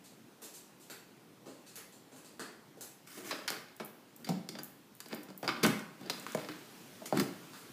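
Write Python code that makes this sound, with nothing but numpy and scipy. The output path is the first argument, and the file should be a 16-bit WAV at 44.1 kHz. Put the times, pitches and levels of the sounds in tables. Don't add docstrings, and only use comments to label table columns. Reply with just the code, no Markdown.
import sys
import numpy as np
from scipy import signal
from scipy.fft import rfft, irfft
from scipy.io import wavfile
from scipy.ndimage import uniform_filter1d

SR = 44100
rng = np.random.default_rng(int(sys.argv[2]) if len(sys.argv) > 2 else 0)


def waveform_to_disk(signal):
    frames = np.transpose(np.atleast_2d(signal))
    scaled = np.clip(frames, -1, 1) * 32767
    samples = np.round(scaled).astype(np.int16)
    wavfile.write(sys.argv[1], SR, samples)


N = 340452

# (time [s], sole level [dB], boards vs sole [dB], joists vs sole [dB],
# contact [s], sole tilt [dB/octave])
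FOOTSTEPS = [(0.041, -51, -7, -11, 0.02, -1), (0.4193, -44, -8.5, -7, 0.026, 6),
             (0.5374, -45, -19, -17, 0.019, 0), (0.7997, -51.5, -14, -31, 0.055, 5),
             (0.8992, -39.5, -1.5, -7, 0.0071, 0.5), (1.459, -52, -2, 5.5, 0.048, -4.5),
             (1.6646, -48.5, -6.5, -25, 0.027, -3.5), (1.7569, -35.5, -13, -28, 0.0043, 6.5),
             (1.7744, -50, 6.5, 0, 0.0056, 14), (1.925, -45.5, -25, -9.5, 0.0078, 2),
             (2.1182, -58, 0, 4.5, 0.036, 1), (2.163, -46.5, -2.5, -29, 0.0097, 5),
             (2.246, -49, -3.5, -5, 0.013, -3), (2.3949, -37.5, 2.5, -1.5, 0.0046, -8),
             (2.4151, -56, 10, -13, 0.009, -31), (2.7722, -55.5, -17, 7, 0.013, 5),
             (2.8096, -31.5, -17.5, -36, 0.0067, 11), (7.5346, -42.5, -1.5, -11, 0.0046, -4),
             (7.5615, -53, -28, -12, 0.036, 10)]
# (start [s], end [s], grind at start [dB], grind at end [dB],
# hiss vs grind [dB], rumble vs grind [dB], rumble centre [Hz])
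RUB_STROKES = [(3.062, 3.192, -61, -56, 3.1, -17, 300), (3.169, 3.267, -54.5, -63, 2, 8, 372),
               (3.24, 3.317, -54.5, -47, 0.5, -4.5, 338), (3.33, 3.472, -51, -60.5, -6, 1, 333),
               (3.511, 3.653, -44, -79, -8, .3, 400), (4.19, 4.237, -72, -70, 3, 16, 255),
               (4.285, 4.442, -54.5, -78.5, -20, 23.5, 169), (4.5, 4.65, -68, -68.5, -24, 17, 233),
               (5.06, 5.138, -79, -41.5, -11, 3, 263), (5.12, 5.298, -53.5, -78, -23, 11.5, 263),
               (5.5, 5.635, -53, -60, -9, 6, 273), (5.629, 5.669, -27.5, -44, -4.5, 7, 205.6),
               (5.66, 5.798, -45, -60, -12, 9.5, 220), (5.99, 6.095, -65, -54.5, -15, 7.5, 280),
               (6.12, 6.26, -57.5, -58.5, -0.5, 3.5, 250), (6.26, 6.344, -55, -49, -4, -6, 250),
               (6.38, 6.478, -50.5, -58.5, -6, -2.5, 300), (6.485, 6.643, -47.5, -72, -9, 1, 280),
               (7.128, 7.197, -53, -41, -6, 12, 203), (7.19, 7.283, -38.5, -70.5, 0, 10.5, 287),
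               (7.202, 7.35, -57, -76, 4, 18, 284)]
# (time [s], case level [dB], small parts vs case [dB], stile vs case [dB],
# panel vs case [dB], contact [s], case tilt [dB/octave])
LOCK_BLOWS = [(3.2664, -58, 20, 7, -11, 0.0058, -2), (3.3095, -26.5, -14, -13.5, -32, 0.015, 4),
              (3.3272, -33.5, -11, 1, -10, 0.0037, 1.5), (3.478, -24, -4.5, -21.5, -36, 0.011, 5),
              (3.5034, -25, 1.5, -10.5, -15, 0.002, 10), (3.5658, -39, -14, -9, -8, 0.0053, 4),
              (3.6856, -44.5, -10, -19, -23, 0.0068, 4), (3.7993, -33.5, -10.5, -4.5, -3, 0.017, -0.5),
              (4.2452, -40.5, -0.5, -38, -10, 0.0095, 3), (4.2678, -41, -8, -4, -1.5, 0.021, 8),
              (4.2898, -31.5, 2, 1, -2, 0.0075, 7.5), (4.3196, -52, -15, 14, 6, 0.0031, -2),
              (4.3526, -60, -13, 8, 1, 0.0066, 4), (4.4895, -30.5, -1, -23, -9, 0.0034, 9.5),
              (4.5523, -38.5, -21, -3, -18, 0.005, 5), (4.5877, -36, -2, -7, -11, 0.0071, -1),
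              (5.004, -34.5, 4.5, -24, -30, 0.0043, 6.5), (5.0591, -44.5, 0, -4, -5, 0.0059, 6),
              (5.1286, -35.5, -14, .5, -5, 0.0031, 11), (5.1395, -39.5, 2, -7, -6, 0.0017, -17),
              (5.2862, -46.5, -8, -11, 5, 0.012, 1), (5.302, -48.5, 2, 1.5, 7.5, 0.0037, 4),
              (5.4289, -38.5, -3.5, 7.5, 2.5, 0.0069, -10), (5.442, -36, -10, -2, -3, 0.022, -2),
              (5.4778, -22.5, -9.5, -8, -10, 0.0083, 4), (5.4903, -18.5, -24, -32, -11, 0.0076, -2),
              (5.6341, -22.5, 0.5, -9.5, 3, 0.0063, -2), (5.648, -17.5, -20, -5, -10, 0.0064, -5),
              (5.6643, -27, 6.5, -1, 9, 0.0019, -13), (6.0113, -53, 7, 1.3, 11, .0035, .3),
              (6.0613, -48.5, 5, 7, -12, 0.0018, 4), (6.098, -21.5, -5, -11.5, -17, 0.0055, 9),
              (6.2656, -28, -12, -15, -27, 0.0027, -2.3), (6.348, -28.5, -1.5, 4, -0.5, 0.0053, -3.5),
              (6.3738, -35.5, -3, 0, 0, 0.0042, -2), (6.447, -35, -19, -9, -14, 0.0028, 3.7),
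              (6.4876, -32.5, -8, -9, -7.5, 0.007, -2), (7.0181, -52, -8, 12, 4, 0.015, .3),
              (7.057, -37, 2, -17, -16, 0.025, 5), (7.1249, -28.5, -15, 10.5, 2.5, 0.0056, -4),
              (7.142, -45.5, -9, 9, 23.5, .004, -5), (7.1738, -25, -3, -19, -3, 0.0042, -6.5),
              (7.1976, -22, -4, -19, -17, .0034, 0), (7.2109, -31.5, -9, -18, 10.5, .0022, 2)]
# (time [s], level [dB], tilt [dB/octave])
LOOSE_CLICKS = [(3.7653, -41.5, 9), (3.8484, -34, 17.5), (3.859, -37, 16), (4.1632, -37, 8),
                (4.6335, -29, 12), (4.6436, -34.5, 15), (4.951, -43, 12), (4.967, -46, 11),
                (5.085, -39, 6.3), (5.147, -29.5, 12), (5.2325, -38, 0), (5.3775, -29.5, 20),
                (5.7931, -37, -7), (6.198, -33, .3), (6.321, -34.5, -9)]
# (time [s], level [dB])
SPINDLE_PINGS = [(3.477, -51), (4.2444, -44), (4.5885, -42), (5.4285, -55), (5.442, -53), (5.4771, -30),
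                 (5.635, -32), (6.0602, -50)]

# (pitch [Hz], width [Hz], level [dB])
SOLE_MODES = [(4500, 880, 7.5), (6700, 1700, -7), (7440, 3600, 9.5), (9500, 18000, 3.5), (11370, 1800, 3.5),
              (15140, 8100, -4)]
BOARD_MODES = [(1070, 550, -17.5), (1430, 1100, 1), (1730, 1300, 4), (2560, 330, 2.5), (3000, 830, -3.5)]
JOIST_MODES = [(260, 24, 1), (290, 85, 0), (362, 99, 5), (460, 200, 7), (580, 100, -1), (664, 280, 1),
               (810, 320, -15)]
LOCK_CASE_MODES = [(1090, 280, -3), (1340, 280, 0), (1540, 280, 1), (1800, 320, 0), (2180, 350, 0),
                   (2600, 420, -3), (3050, 480, -4), (3550, 520, -5), (4150, 500, -5), (4715, 380, -4),
                   (5100, 400, -11)]
SMALL_PART_MODES = [(5900, 1000, -2), (6900, 900, 0), (7800, 1000, -1), (8800, 1100, -2), (10000, 900, 0),
                    (11200, 900, 0), (12500, 1300, -1), (14000, 1500, -1), (15200, 1200, -2)]
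PANEL_MODES = [(130, 32, -14), (162, 54, -1), (191.3, 28, -0.5), (227, 75, 0), (297.3, 58, 1),
               (358, 33, -4), (372, 26, -3)]
STILE_MODES = [(442, 41, -2), (528, 37, 0.5), (621, 120, -2), (648, 100, -5.5), (756, 70, -1),
               (884, 170, -9)]
SPINDLE_MODES = [(4700, 82, 0)]

# (frequency [Hz], level [dB])
AIR_SPECTRUM = [(18, -55), (30, -5), (58, 5), (74, -36), (92, -38), (118, -7), (242, -5), (331, -5.5),
                (529, -14), (939, -16), (1760, -21.5), (2880, -23), (5000, -26.5), (9000, -30.5),
                (15300, -31)]
HISS_SPECTRUM = [(3500, -22.5), (5500, 6), (8000, 5), (11000, 2.5), (15000, 3)]
# (frequency [Hz], time to fade by 60 dB [s])
ECHO_TIMES = [(120, 0.6), (330, 0.46), (870, 0.64), (2300, 0.6), (6060, 0.44)]


def gain_of(db):
    return 10 ** (np.asarray(db) / 20)


def unit_rms(x):
    return x / np.sqrt(np.mean(x ** 2) + 1e-20)


def value_at(points, hz):
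    f, value = np.transpose(points)
    return np.interp(np.log(hz + 1), np.log(f + 1), value)


def add(mix, start_s, sound):
    part = mix[round(start_s * SR):][:len(sound)]
    part += sound[:len(part)]


def coloured(x, spectrum):
    gains = gain_of(value_at(spectrum, np.fft.rfftfreq(len(x), 1 / SR)))
    return unit_rms(irfft(rfft(x) * gains, len(x)))


def chatter(contact_s):
    t = np.arange(8192) / SR
    contact_s = np.clip(contact_s, .0005, .04)
    bounces = np.exp(-t / contact_s) * (1 - np.exp(-t / (0.034 * contact_s)))
    touch = 2.6 * np.exp(-t / 0.0002)
    size = (bounces + touch) * abs(rng.standard_normal(len(t)))
    force = size * rng.choice([-1., 1.], len(t))
    for _ in range(4):
        spectrum = rfft(force)
        force = size * np.sign(irfft(spectrum / abs(spectrum)))
    return np.pad(force, (0, 4096))


def ring(force, modes, rise_s, tilt_db=0.):
    hz, width, db = np.transpose(modes)[:, :, None]
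    luck = rng.standard_normal((len(modes), 2))
    share_db = db + tilt_db * np.log2(hz / np.median(hz)) + 1.5 * luck[:, :1]
    hz = hz * (1 + .015 * luck[:, 1:])
    f = np.fft.rfftfreq(8192, 1 / SR) + 1
    distance = (f ** 2 - hz ** 2) / (f * width)
    power = (gain_of(share_db) ** 2 / (1 + distance ** 2) ** 1.6).sum(0)
    cepstrum = irfft(np.log(power + 1e-9 * power.max()) / 2)
    cepstrum[1:4096] *= 2
    cepstrum[4097:] = 0
    ringing = irfft(np.exp(rfft(cepstrum)))[:4096]
    fade_in = 1 - np.exp(-(np.arange(4096) + 1) / SR / rise_s)
    return signal.fftconvolve(force, ringing * fade_in)[:len(force)]


def strike(contact_s, objects):
    force, out = chatter(contact_s), 0
    for modes, db, rise_s, tilt_db in objects:
        sound = ring(force, modes, rise_s, tilt_db)
        out = out + gain_of(db) * sound / abs(sound).max()
    return out


def background_air():
    frames, hz = N // 256 + 5, np.fft.rfftfreq(1024, 1 / SR)
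    real, imag, patches = rng.standard_normal((frames, 513, 3)).T
    drift_db = 1.2 * unit_rms(uniform_filter1d(uniform_filter1d(patches, 10, 0), 12, 1))
    t, opening_s = np.arange(frames) * 256 / SR, (5.7, 6.4)
    level_db = np.interp(t, opening_s, (-59.5, -54))
    hiss_db = np.interp(t, opening_s, (0, 3.4))
    treble_share = np.clip(np.log2((hz + 1) / 900) / 2.36, 0, 1)[:, None]
    colour = gain_of(value_at(AIR_SPECTRUM, hz))[:, None]
    colour /= np.linalg.norm(colour[(hz > 100) & (hz < 1000)])
    bands = (real + 1j * imag) * colour * gain_of(level_db + treble_share * hiss_db + drift_db)
    noise = signal.istft(bands, nperseg=1024, noverlap=768)[1][:N]
    bass_dip = signal.butter(3, [66., 98.], "band", fs=SR, output="sos")
    return noise - 0.92 * signal.sosfiltfilt(bass_dip, noise)


def footsteps():
    out = np.zeros(N)
    for s, db, board_db, joist_db, contact_s, tilt_db in FOOTSTEPS:
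        add(out, s, strike(contact_s, [(SOLE_MODES, db, .00005, tilt_db)]))
        floor = [(BOARD_MODES, db + board_db, .0002, 0), (JOIST_MODES, db + joist_db, .001, 0)]
        add(out, s, strike(0.25 * contact_s, floor))
    return out


def room_echo(sound):
    out = np.zeros(N)
    for k in range(3):
        echoes = np.zeros(SR)
        slots = np.arange(180, SR - 20, 20)
        echoes[slots + rng.integers(0, 20, len(slots))] = rng.choice([-1., 1.], len(slots))
        hz, t, bands = signal.stft(echoes, SR, nperseg=256)
        fade = gain_of(-60 * t / value_at(ECHO_TIMES, hz)[:, None])
        tail = signal.istft(bands * fade, SR, nperseg=256)[1]
        turn = np.sqrt(2 / 3) * np.cos(np.pi * (np.arange(N) / SR * 3.1 + k / 3))
        out += signal.fftconvolve(sound * turn, tail / np.linalg.norm(tail))[:N]
    return out


def rubbing():
    out = np.zeros(N)
    for start, end, start_db, end_db, hiss_db, rumble_db, hz in RUB_STROKES:
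        n = len(np.arange(start, end, 1 / SR))
        jerks = gain_of(2.1 * unit_rms(uniform_filter1d(rng.standard_normal(n), 150)))
        on_lock, on_surface, on_door = jerks * rng.standard_normal((3, n))
        grind = unit_rms(ring(on_lock, LOCK_CASE_MODES, rise_s=0.000067))
        hiss = coloured(on_surface, HISS_SPECTRUM)
        door = ring(on_door, PANEL_MODES + STILE_MODES, rise_s=0.00033)
        rumble = coloured(door, [(hz / 4, -26), (hz, 0), (hz * 4, -26)])
        mix = grind + gain_of(hiss_db) * hiss + gain_of(rumble_db) * rumble
        loudness = gain_of(np.linspace(start_db, end_db, n)) * signal.windows.tukey(n, .2)
        add(out, start, loudness * mix)
    return out


def lock_knocks():
    out = np.zeros(N)
    for s, db, parts_db, stile_db, panel_db, contact_s, tilt_db in LOCK_BLOWS:
        metal = [(SMALL_PART_MODES, db + parts_db, .00003, -3.7), (LOCK_CASE_MODES, db, .00013, tilt_db)]
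        wood = [(STILE_MODES, db + stile_db, .0005, 0), (PANEL_MODES, db + panel_db, .002, 0)]
        add(out, s, strike(contact_s, metal + wood))
    for s, db, tilt_db in LOOSE_CLICKS:
        metal = [(SMALL_PART_MODES, db, .00003, tilt_db), (LOCK_CASE_MODES, db - 37, .00013, 0)]
        add(out, s, strike(contact_s=.0035, objects=metal))
    return out


def spindle_pings():
    out = np.zeros(N)
    for s, db in SPINDLE_PINGS:
        add(out, s, strike(contact_s=.0033, objects=[(SPINDLE_MODES, db, .0003, 0)]))
    return out


def air_thump():
    start_s, pitch_hz, fade_s = 5.64, 56, .42
    t, out = np.arange(SR // 2) / SR, np.zeros(N)
    loudness = gain_of(-31 - 60 * t / fade_s) * (1 - np.exp(-t / 0.014))
    add(out, start_s, loudness * np.sin(2 * np.pi * pitch_hz * t))
    return out


def scene():
    bass_cut = signal.butter(3, 129, "high", fs=SR, output="sos")
    feet, door = signal.sosfilt(bass_cut, [footsteps(), lock_knocks() + rubbing()])
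    spindle = spindle_pings()
    doorway_db = np.interp(np.arange(N) / SR, [5.9, 6.6], [0., -4.])
    echo = room_echo(gain_of(8) * feet + gain_of(-4.5 + doorway_db) * door + gain_of(-23) * spindle)
    return (feet + door + spindle + echo + air_thump() + background_air())[None]


def record(dry):
    bass_cut = signal.butter(4, 104., "high", fs=SR, output="sos")
    treble_cut = signal.firwin(511, 15350, window=("kaiser", 9), fs=SR)
    return signal.oaconvolve(signal.sosfilt(bass_cut, dry), treble_cut[None], "same")


dry = scene()
out = record(dry)
waveform_to_disk(out)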